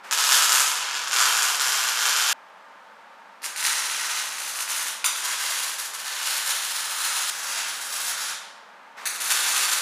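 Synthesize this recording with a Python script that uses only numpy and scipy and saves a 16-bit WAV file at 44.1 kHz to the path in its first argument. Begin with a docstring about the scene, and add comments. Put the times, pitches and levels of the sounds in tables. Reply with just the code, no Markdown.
"""Arc cracks in uneven runs, strong and faint: a wire-feed welder lays short beads on a steel frame.
Each crack is a click where the molten bridge bursts; echo taps of frame, floor and roof and decaying noise ring on.
Finer clicks fizz as spatter, filtered noise hisses as gas and wire feed while the trigger is held,
and filtered noise with wavering tones runs throughout as the machine's fan.
One microphone hears five stretches joined end to end."""
import sys
import numpy as np
from scipy import signal
from scipy.fft import rfft, irfft
from scipy.io import wavfile
from scipy.ndimage import uniform_filter1d

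SR = 44100
rng = np.random.default_rng(int(sys.argv[2]) if len(sys.argv) > 2 else 0)


def volts_from_db(level):
    """Convert decibel levels to linear amplitude ratios."""
    exponent = np.asarray(level, float) / 20
    return 10 ** exponent


def store_pcm(level_fs):
    """Save levels as 16-bit WAV."""
    pcm = np.round(np.clip(level_fs, -1, 1) * 32767).astype(np.int16)
    wavfile.write(sys.argv[1], SR, np.atleast_2d(pcm).T)


N = 432621


def place(seconds, sizes):
    """Impulses on a silent track: each burst is a pressure step too short to resolve."""
    track = np.zeros(N)
    index = (np.asarray(seconds) * SR).astype(int)
    np.add.at(track, np.clip(index, 0, N - 1), sizes)
    return track


def response(table, size=1024):
    """Causal minimum-phase impulse response through (frequency [Hz], level [dB]) points."""
    hz, db = np.transpose(table)
    log_hz = np.log(np.fft.rfftfreq(size, 1 / SR) + 1)
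    log_gain = np.interp(log_hz, np.log(hz), db) * np.log(10) / 20
    cepstrum = irfft(log_gain)
    # fold the cepstrum onto positive time
    cepstrum[1:size // 2] *= 2
    cepstrum[size // 2 + 1:] = 0
    return irfft(np.exp(rfft(cepstrum)))


def level(x, db):
    """Scale to an rms level [dB]."""
    return x * volts_from_db(db) / np.sqrt(np.mean(x ** 2))


def noise(table, db):
    """Steady turbulence: white noise of a given colour and rms level [dB]."""
    white = rng.standard_normal(N + 1024)
    return level(signal.fftconvolve(white, response(table), "valid")[:N], db)


# cracks at set times, strong and faint: (time [s], relative level [dB])
CRACKS = [(0.111, 5.5), (0.126, 9.5), (0.1758, 6.5), (0.1876, 7), (0.2023, 5.5), (0.24, 6.5), (0.2914, 8),
          (0.305, 5.8), (0.3217, 12), (0.3454, 7.5), (0.3537, 4), (0.3685, 8), (0.386, 5.5), (0.423, 9),
          (0.4365, 5), (0.494, 8.5), (0.5208, 11), (0.5504, 9.5), (0.582, 4.5), (0.598, 8.5), (0.6625, 2),
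          (0.6782, 3), (0.7555, 1), (0.7748, -1), (0.843, -2), (0.8634, -0.5), (0.889, 1), (0.911, -1),
          (0.9307, -0.5), (0.952, 1), (0.9711, -0.5), (0.993, -3), (1.0178, -2.5), (1.037, -1.5),
          (1.074, 2), (1.1122, 3.5), (1.1309, 7.5), (1.1626, 9), (1.187, 8), (1.2042, 8), (1.2132, 6.5),
          (1.2347, 4.5), (1.2555, 6.5), (1.286, 3.5), (1.3258, 5.5), (1.3686, 6), (1.3876, 5.5),
          (1.4226, 8.5), (1.4534, 4), (1.4869, 2.5), (1.5467, 3), (1.5972, 5.5), (1.611, 7), (1.6658, 1.5),
          (1.7213, 6), (1.753, 2.5), (1.786, 2.5), (1.831, 3), (1.8711, 3.5), (1.8878, 5), (1.92, 0.5),
          (1.9734, 2), (1.991, 3.5), (2.008, 3), (2.055, 8.5), (2.0872, 6), (2.129, 3), (2.1638, 6.5),
          (2.1757, 4), (2.199, 3), (2.2638, 4.5), (2.2896, 5), (3.418, -14), (3.4295, -8), (3.437, -4.5),
          (3.4421, 0), (3.5606, -0.5), (3.5843, -2), (3.6265, 4), (3.6503, 9), (3.68, 5), (3.71, 3),
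          (3.7628, -2), (3.841, -1.5), (3.8984, 2.5), (3.947, 0.5), (3.9964, 0.5), (4.0459, 1), (4.0944, 3),
          (4.171, 0), (4.2375, -1.5), (4.3086, -5), (4.3828, -2), (4.432, -9), (4.476, -3), (4.5508, -5),
          (4.5884, 0.5), (4.605, 1), (4.6779, -4), (4.698, 1), (4.7476, -1), (4.795, -5), (4.866, -1),
          (4.888, -8), (5.0428, 10.5), (5.158, -0.5), (5.1853, -2.5), (5.2398, 4), (5.2746, 3),
          (5.2998, 2.5), (5.3772, -0.5), (5.4222, 0), (5.4493, 2.5), (5.4946, 3.5), (5.5737, 2),
          (5.6294, 0.5), (5.7254, -4), (5.7841, 1.5), (5.845, -4), (5.9345, -1), (5.9855, -3),
          (6.0652, 1.5), (6.1106, -1), (6.1507, 0), (6.2143, 1.5), (6.2567, 6), (6.292, 3), (6.328, 2),
          (6.3646, 3.5), (6.4602, 4), (6.4918, 6), (6.5493, 1), (6.635, 2), (6.704, 0), (6.7499, 3),
          (6.842, 0), (6.9733, -1.5), (7.003, 3), (7.0361, 5.5), (7.0567, 1.5), (7.1508, 3), (7.1787, 0.5),
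          (7.2072, 1.5), (7.2826, 4), (7.3082, -11), (7.3779, -2.5), (7.4296, 0.2), (7.4568, -1),
          (7.486, 0.5), (7.5138, 1), (7.5745, 3.5), (7.6036, 1), (7.6797, 0), (7.8114, -2.5), (7.8545, -6),
          (7.9246, 1.5), (7.9623, -2.5), (7.9998, -0.5), (8.079, 1.5), (8.0952, 0.5), (8.175, -1.5),
          (8.205, -1), (8.2833, -1.5), (8.2962, -1.5), (9.0548, 4), (9.1427, -4.5), (9.2019, 3),
          (9.216, -5), (9.2952, 4.5), (9.3034, 11), (9.3555, 4.5), (9.3894, 4), (9.4612, 0.5), (9.514, 2),
          (9.5475, 4.5), (9.561, 8), (9.6362, 4), (9.6803, 5.5), (9.7155, 10), (9.7666, 4.5)]
# strikes on cold wire that burst twice: (time [s], gap [ms], second burst re first [dB])
DOUBLES = [(5.0427, .84, -7), (9.0551, .46, -4)]
# state of the arc: (time [s], gap between random cracks [ms], their relative level [dB], treble [dB])
ARC = [(0.15, 10, 2, 0.5), (0.4, 11.2, 1, 3), (0.6, 22.3, 0.5, 4.5), (0.71, 19.9, -1, 2.5),
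       (0.85, 20.6, -4.5, -13), (1.05, 21.7, -0.5, -4), (1.2, 10, -0.5, -0.5), (1.45, 11.9, -1, 2),
       (1.7, 11, -3.5, 1.8), (2.0, 10.04, -1, -0.5), (2.3, 11.4, 1, 0), (3.5, 17, -5, 2),
       (4.05, 11.15, -3.5, -3.5), (4.3, 16, -6.5, -1), (4.5, 16, -10, 3), (4.7, 13.3, -2.5, 2),
       (4.9, 11.8, -10, 2.5), (5.2, 9.9, -11, 0.5), (5.26, 16, -0.5, -4), (5.6, 15.9, -3.5, -0.5),
       (5.85, 18.3, -8.5, 3), (6.12, 16.2, -6, -5), (6.4, 18, -4.5, 1.5), (6.75, 12.6, -6, 0),
       (7.0, 13, -4.5, -0.5), (7.28, 13, -2.5, 0.5), (7.33, 13.9, -8, -1), (7.599, 11.1, -4, -7),
       (7.76, 14.2, -13.5, 1), (8.05, 11.4, -5.5, 1.5), (8.3, 13.4, -7, -4.5), (9.1, 13, -6, 3.5),
       (9.4, 13, -1, -0.5), (9.8, 14, 1.5, 0)]
SPATTER_PER_S, SPATTER_DB, SPATTER_SPREAD_DB = 300, -25, 2.5  # level re decaying crack strength
SHARP_HZ = 7330


def arc():
    """Bridge bursts crack and throw fine, much fainter spatter that rises and falls with the recent cracks."""
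    set_s, set_db = np.transpose(CRACKS)
    set_s = set_s + .0001 * (rng.random(len(set_s)) - .5)  # no crack on a round time
    random_s, random_db, heard = random_cracks()
    random_size = heard * volts_from_db(random_db)
    cracks = place(set_s, volts_from_db(set_db)) + place(random_s, random_size)
    for at_s, gap_ms, second_db in DOUBLES:
        k = np.argmin(np.abs(set_s - at_s))
        cracks += place([set_s[k] + gap_ms / 1000], volts_from_db(set_db[k] + second_db))

    # a weaker burst 0.1-0.6 ms after each crack varies its colour
    crack_s = np.append(set_s, random_s)
    size = np.append(volts_from_db(set_db), random_size)
    lag, weight = rng.random((N // 100, 2))[:len(crack_s)].T
    cracks += place(crack_s + .0001 + .0005 * lag, size * .35 * weight)

    fade = np.exp(-1 / (0.026 * SR))  # 26 ms time constant
    strength = signal.lfilter([1], [1, -fade], cracks)
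    when, rarity = rng.random((int(SPATTER_PER_S * N / SR), 2)).T
    spatter_db = SPATTER_DB - SPATTER_SPREAD_DB * np.log(rarity + 0.0023)
    clicks = cracks + strength * place(when * N / SR, volts_from_db(spatter_db))

    # a sharper arc has more treble
    soft = signal.filtfilt(*signal.butter(2, SHARP_HZ, fs=SR), clicks)
    at_s, _, _, treble_db = np.transpose(ARC)
    sharp_db = np.interp(np.arange(N) / SR, at_s, treble_db)
    return soft + volts_from_db(sharp_db) * (clicks - soft)


# spans filled with random cracks; outside them only the set cracks sound: (from [s], to [s])
CRACKLE = [(.176, 1.05), (1.115, 1.54), (1.61, 2.35), (3.56, 4.4), (4.36, 4.57), (4.66, 4.93), (5.13, 5.73),
           (5.79, 5.85), (5.98, 8.1), (8.17, 8.31), (9.2, 9.31), (9.35, 9.63)]
GAP_SPREAD, STRENGTH_SPREAD_DB, STRONGEST = .25, 3.5, 1.15  # [gaps], [dB], ceiling [spreads]
REFILL_MS = 7  # the bridge forms anew: no random crack this close to a set one


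def random_cracks():
    """The bridge forms and bursts at an uneven pace, filling the time between set cracks."""
    t = np.arange(0, N / SR, .001)
    at_s, gap_ms, db, _ = np.transpose(ARC)
    cycles = np.cumsum(1 / np.interp(t, at_s, gap_ms))  # 1 ms steps
    count = int(cycles[-1])
    gap_chance, size_chance = rng.standard_normal((N // 200, 2))[:count].T
    s = np.interp(np.arange(count) + GAP_SPREAD * gap_chance, cycles, t)
    burning = sum((s > on) & (s < off) for on, off in CRACKLE) > 0
    nearest_s = np.abs(s[:, None] - np.transpose(CRACKS)[0]).min(axis=1)
    clear = nearest_s > REFILL_MS / 1000
    size_db = np.interp(s, at_s, db) + STRENGTH_SPREAD_DB * np.minimum(size_chance, STRONGEST)
    return s, size_db, burning & clear


LATER_DB = 2.5  # arrivals from 2 ms on


def workshop(echoes, share, roof_db, screen, colour):
    """Crack to microphone: screened first arrivals, later echoes, scatter from two torch places."""
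    early = SR // 25  # 40 ms
    corner_hz, q, first_db, build_ms = screen
    first, later = np.zeros((2, SR))
    for ms, gain in echoes:
        arrivals = first if ms < 2 else later
        arrivals[int(ms * SR / 1000)] += gain
    corner = 2 * np.pi * corner_hz
    lowpass = signal.bilinear([1], [1 / corner ** 2, 1 / (corner * q), 1], SR)
    screened = signal.lfilter(*lowpass, first)
    clear = volts_from_db(LATER_DB) * later + volts_from_db(first_db) * screened

    tails = [scattered(roof_db, build_ms) for _ in range(2)]
    tails = [h * np.sqrt(np.clip(share, 0, 1) / np.sum(h[:early] ** 2)) for h in tails]
    paths = np.array([clear, *tails])
    paths = signal.fftconvolve(paths, response(colour)[None])[:, :SR]
    # unit early energy: clear arrivals plus the first tail
    return paths / np.sqrt(np.sum(paths[:2, :early] ** 2))


# hall decay: (frequency [Hz], t60 [s])
HALL = [(300, 0.69), (800, 0.9), (1600, 0.72), (3200, 0.85), (6400, 0.64), (9500, 0.52), (14000, 0.35)]
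ROOF_MS, ROOF_WIDTH_MS = 19.4, 1.3
DENSE_MS, SPARSEST = 45, .18  # SPARSEST: chance of a reflection per sample at 0 ms


def scattered(roof_db, build_ms):
    """Reflections crowd together, each band dies at its own rate, the roof's answer swells."""
    t = np.arange(SR) / SR
    density = np.clip(SPARSEST + (1000 * t / DENSE_MS) ** 2, 0, 1)
    arrivals = rng.standard_normal(SR) * (rng.random(SR) < density) / np.sqrt(density)
    spectrum = rfft(arrivals)
    octave = np.log2(np.arange(SR // 2 + 1) + 1.)
    centres = np.log2([hz for hz, _ in HALL])
    tail = 0
    for row, (_, t60_s) in zip(np.eye(len(HALL)), HALL):
        band = irfft(spectrum * np.interp(octave, centres, row))
        tail = tail + band * 1000 ** (-t / t60_s)
    roof = roof_db * np.exp(-.5 * ((1000 * t - ROOF_MS) / ROOF_WIDTH_MS) ** 2)
    return tail * volts_from_db(roof) * np.clip(1000 * t / build_ms, 0, 1)


# trigger held: (on [s], off [s], rms level [dB])
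TRIGGER = [(.03, 2.3, -41.5), (3.415, 8.36, -43.5), (8.964, 9.82, -40.5)]
# gas colour: (frequency [Hz], relative level [dB])
GAS = [(120, -48), (200, -27.5), (462, -11.5), (769, -8), (1190, -0.5), (1510, -2.5), (2380, -5),
       (2900, -11), (7480, -19), (15500, -32)]


def feed():
    """Gas and wire feed: turbulent hiss that opens and closes with the trigger."""
    t = np.arange(N) / SR
    held = 0
    for on, off, db in TRIGGER:
        held = held + volts_from_db(db) * np.clip(np.minimum(t - on, off - t) / 0.017, 0, 1)  # 17 ms ramps
    return held * noise(GAS, 0)


# fan air colour: (frequency [Hz], relative level [dB])
FAN = [(59, -51.5), (105, -49), (160, -28.5), (196, -12), (281, -22.5), (370, -21), (552, -10), (712, -10),
       (898, -2.5), (977, -7.5), (1210, -6.5), (1340, -6.5), (1660, -9.5), (2090, -14.5), (15500, -46.5)]
# fan tones: (frequency [Hz], rms level [dB])
FAN_TONES = [(120, -89), (200, -81), (279, -77), (560, -71), (651, -68), (771, -68), (921, -61),
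             (1041, -66), (1205, -66), (1647, -67), (1776, -72)]


def fan():
    """Rushing air at 0 dB rms, and narrow tones whose slow random quadratures waver in level."""
    t = np.arange(N) / SR
    waver = [uniform_filter1d(rng.standard_normal((2, N)), SR // 5) for _ in FAN_TONES]
    tones = 0
    for (hz, db), (a, b) in zip(FAN_TONES, waver):
        phase = 2 * np.pi * hz * t
        tones = tones + level((a + 0.03) * np.cos(phase) + b * np.sin(phase), db)
    return noise(FAN, 0), tones


# stretches: (early scatter energy before scaling [0-1], roof echo swell [dB], fan air rms level [dB])
STRETCHES = [(1, -0.5, -47), (0.82, 5, -48.5), (0.62, 0, -50.5), (0.91, 1.5, -48), (1, 4.5, -46.5)]
# stretch bounds: (time [s])
JOINS_S = [0, 2.3295, 5.232, 7.301, 8.96, 9.82]
# clear arrivals of a crack, one table a stretch: (delay [ms], relative signed gain)
ECHOES = [
    [(0.32, 0.34), (0.91, 0.027), (1.56, 0.036), (4.78, 0.019), (6.08, -0.13), (8.16, 0.29), (9.93, -0.013),
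     (13.22, 0.018), (22.59, -0.24)],
    [(0.41, -0.28), (0.86, -0.3), (1.18, 0.038), (14.13, -0.12), (15.92, 0.15), (16.33, 0.0098),
     (17.73, 0.077), (21.0, -0.2), (25.85, -0.15)],
    [(0.63, -0.13), (1.09, 0.045), (13.15, 0.15), (14.2, -0.089), (16.12, -0.2), (16.58, -0.064),
     (17.03, 0.061), (17.64, -0.16), (24.88, -0.058)],
    [(0.39, 0.13), (1.09, -0.16), (1.77, -0.105), (13.22, -0.15), (14.13, 0.15), (16.15, -0.13),
     (16.58, 0.11), (17.66, -0.12), (24.88, -0.029)],
    [(0.77, 0.21), (1.18, 0.03), (3.83, -0.015), (13.33, 0.044), (15.15, 0.062), (16.1, -0.16),
     (16.83, 0.005), (17.62, -0.18), (24.01, 0.12)],
]
# nozzle and frame screen the first arrivals, one row a stretch:
# (corner [Hz], ring Q, gain [dB], scatter build-up [ms])
SCREEN = [(7200, 1.2, 6, 4), (3500, 1.1, 3.5, 2.5), (8000, 1.1, 2.5, 2.5), (8000, 1.1, 2.5, 2.5),
          (8000, 1.1, 3.5, 2.5)]
# crack colour, one table a torch position: (frequency [Hz], relative level [dB])
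NEAR = [(240, -48), (400, -23), (663, -18), (715, -12.5), (784, -13), (873, -8.5), (1320, 0.5), (1560, -1),
        (1930, -8.5), (3160, -4), (3970, -7.5), (7210, -4.5), (8150, -10.5), (11900, -11), (15500, -26)]
BEHIND = [(150, -59), (260, -29.5), (406, -25), (633, -17), (726, -15.5), (846, -6.5), (1190, -3.5),
          (1460, 0), (2360, -6.5), (3000, -4), (4680, -5), (6590, -2.5), (7950, -6.5), (9600, -3),
          (15500, -18)]
INSIDE = [(150, -53), (260, -28.5), (330, -24.5), (360, -24.5), (678, -15.5), (922, -6), (1510, 0),
          (2210, -6), (3320, -4), (5370, -5), (7060, -3), (8370, -7), (9770, -2), (14700, -15),
          (15500, -14)]
TRAVEL_RAD_PER_S = 1.2


def scene():
    """Each stretch has its own echoes and screening; a join cuts the ringing hall off."""
    t = np.arange(N) / SR
    source = arc()
    air, tones = fan()
    out = feed() + tones
    colours = (NEAR, BEHIND, INSIDE, INSIDE, INSIDE)
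    # torch travel slides the scatter from one pattern to another
    angle = TRAVEL_RAD_PER_S * t
    weights = np.array([np.ones(N), np.cos(angle), np.sin(angle)])
    for k, (share, roof_db, fan_db) in enumerate(STRETCHES):
        start, end = JOINS_S[k:k + 2]
        strike = min(s for s, _ in CRACKS if s > start)
        clicks = source * (t >= strike - .001) * (t < end)
        # stretches opening in mid-bead already ring: their first 250 ms of clicks, played ahead
        mid_bead = k in (2, 3)
        before = np.roll(clicks, -SR // 4) * (t < start) * mid_bead * volts_from_db(-2.0)
        paths = workshop(ECHOES[k], share, roof_db, SCREEN[k], colours[k])
        heard = signal.fftconvolve(weights * (clicks + before), paths, axes=1)[:, :N].sum(axis=0)
        join_s = .00002 if k == 0 else .001
        here = np.clip(np.minimum(t - start + .001, end - t) / join_s, 0, 1)
        out = out + here * (heard + volts_from_db(fan_db) * air)
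    return np.array([out, out])


def low_pass(x):
    """Removes everything above the highest recorded frequency."""
    return signal.sosfilt(signal.butter(12, 16490, fs=SR, output="sos"), x)


TOP_HZ = 15450


def record(dry):
    """One microphone on both channels: steep lowpass, then peaks limited hard at full scale."""
    lowpass = signal.ellip(10, .2, 45, TOP_HZ, fs=SR, output="sos")
    cut = signal.sosfilt(lowpass, dry)
    return low_pass(np.clip(cut, -1, 1))


dry = scene()
out = record(dry)
store_pcm(out)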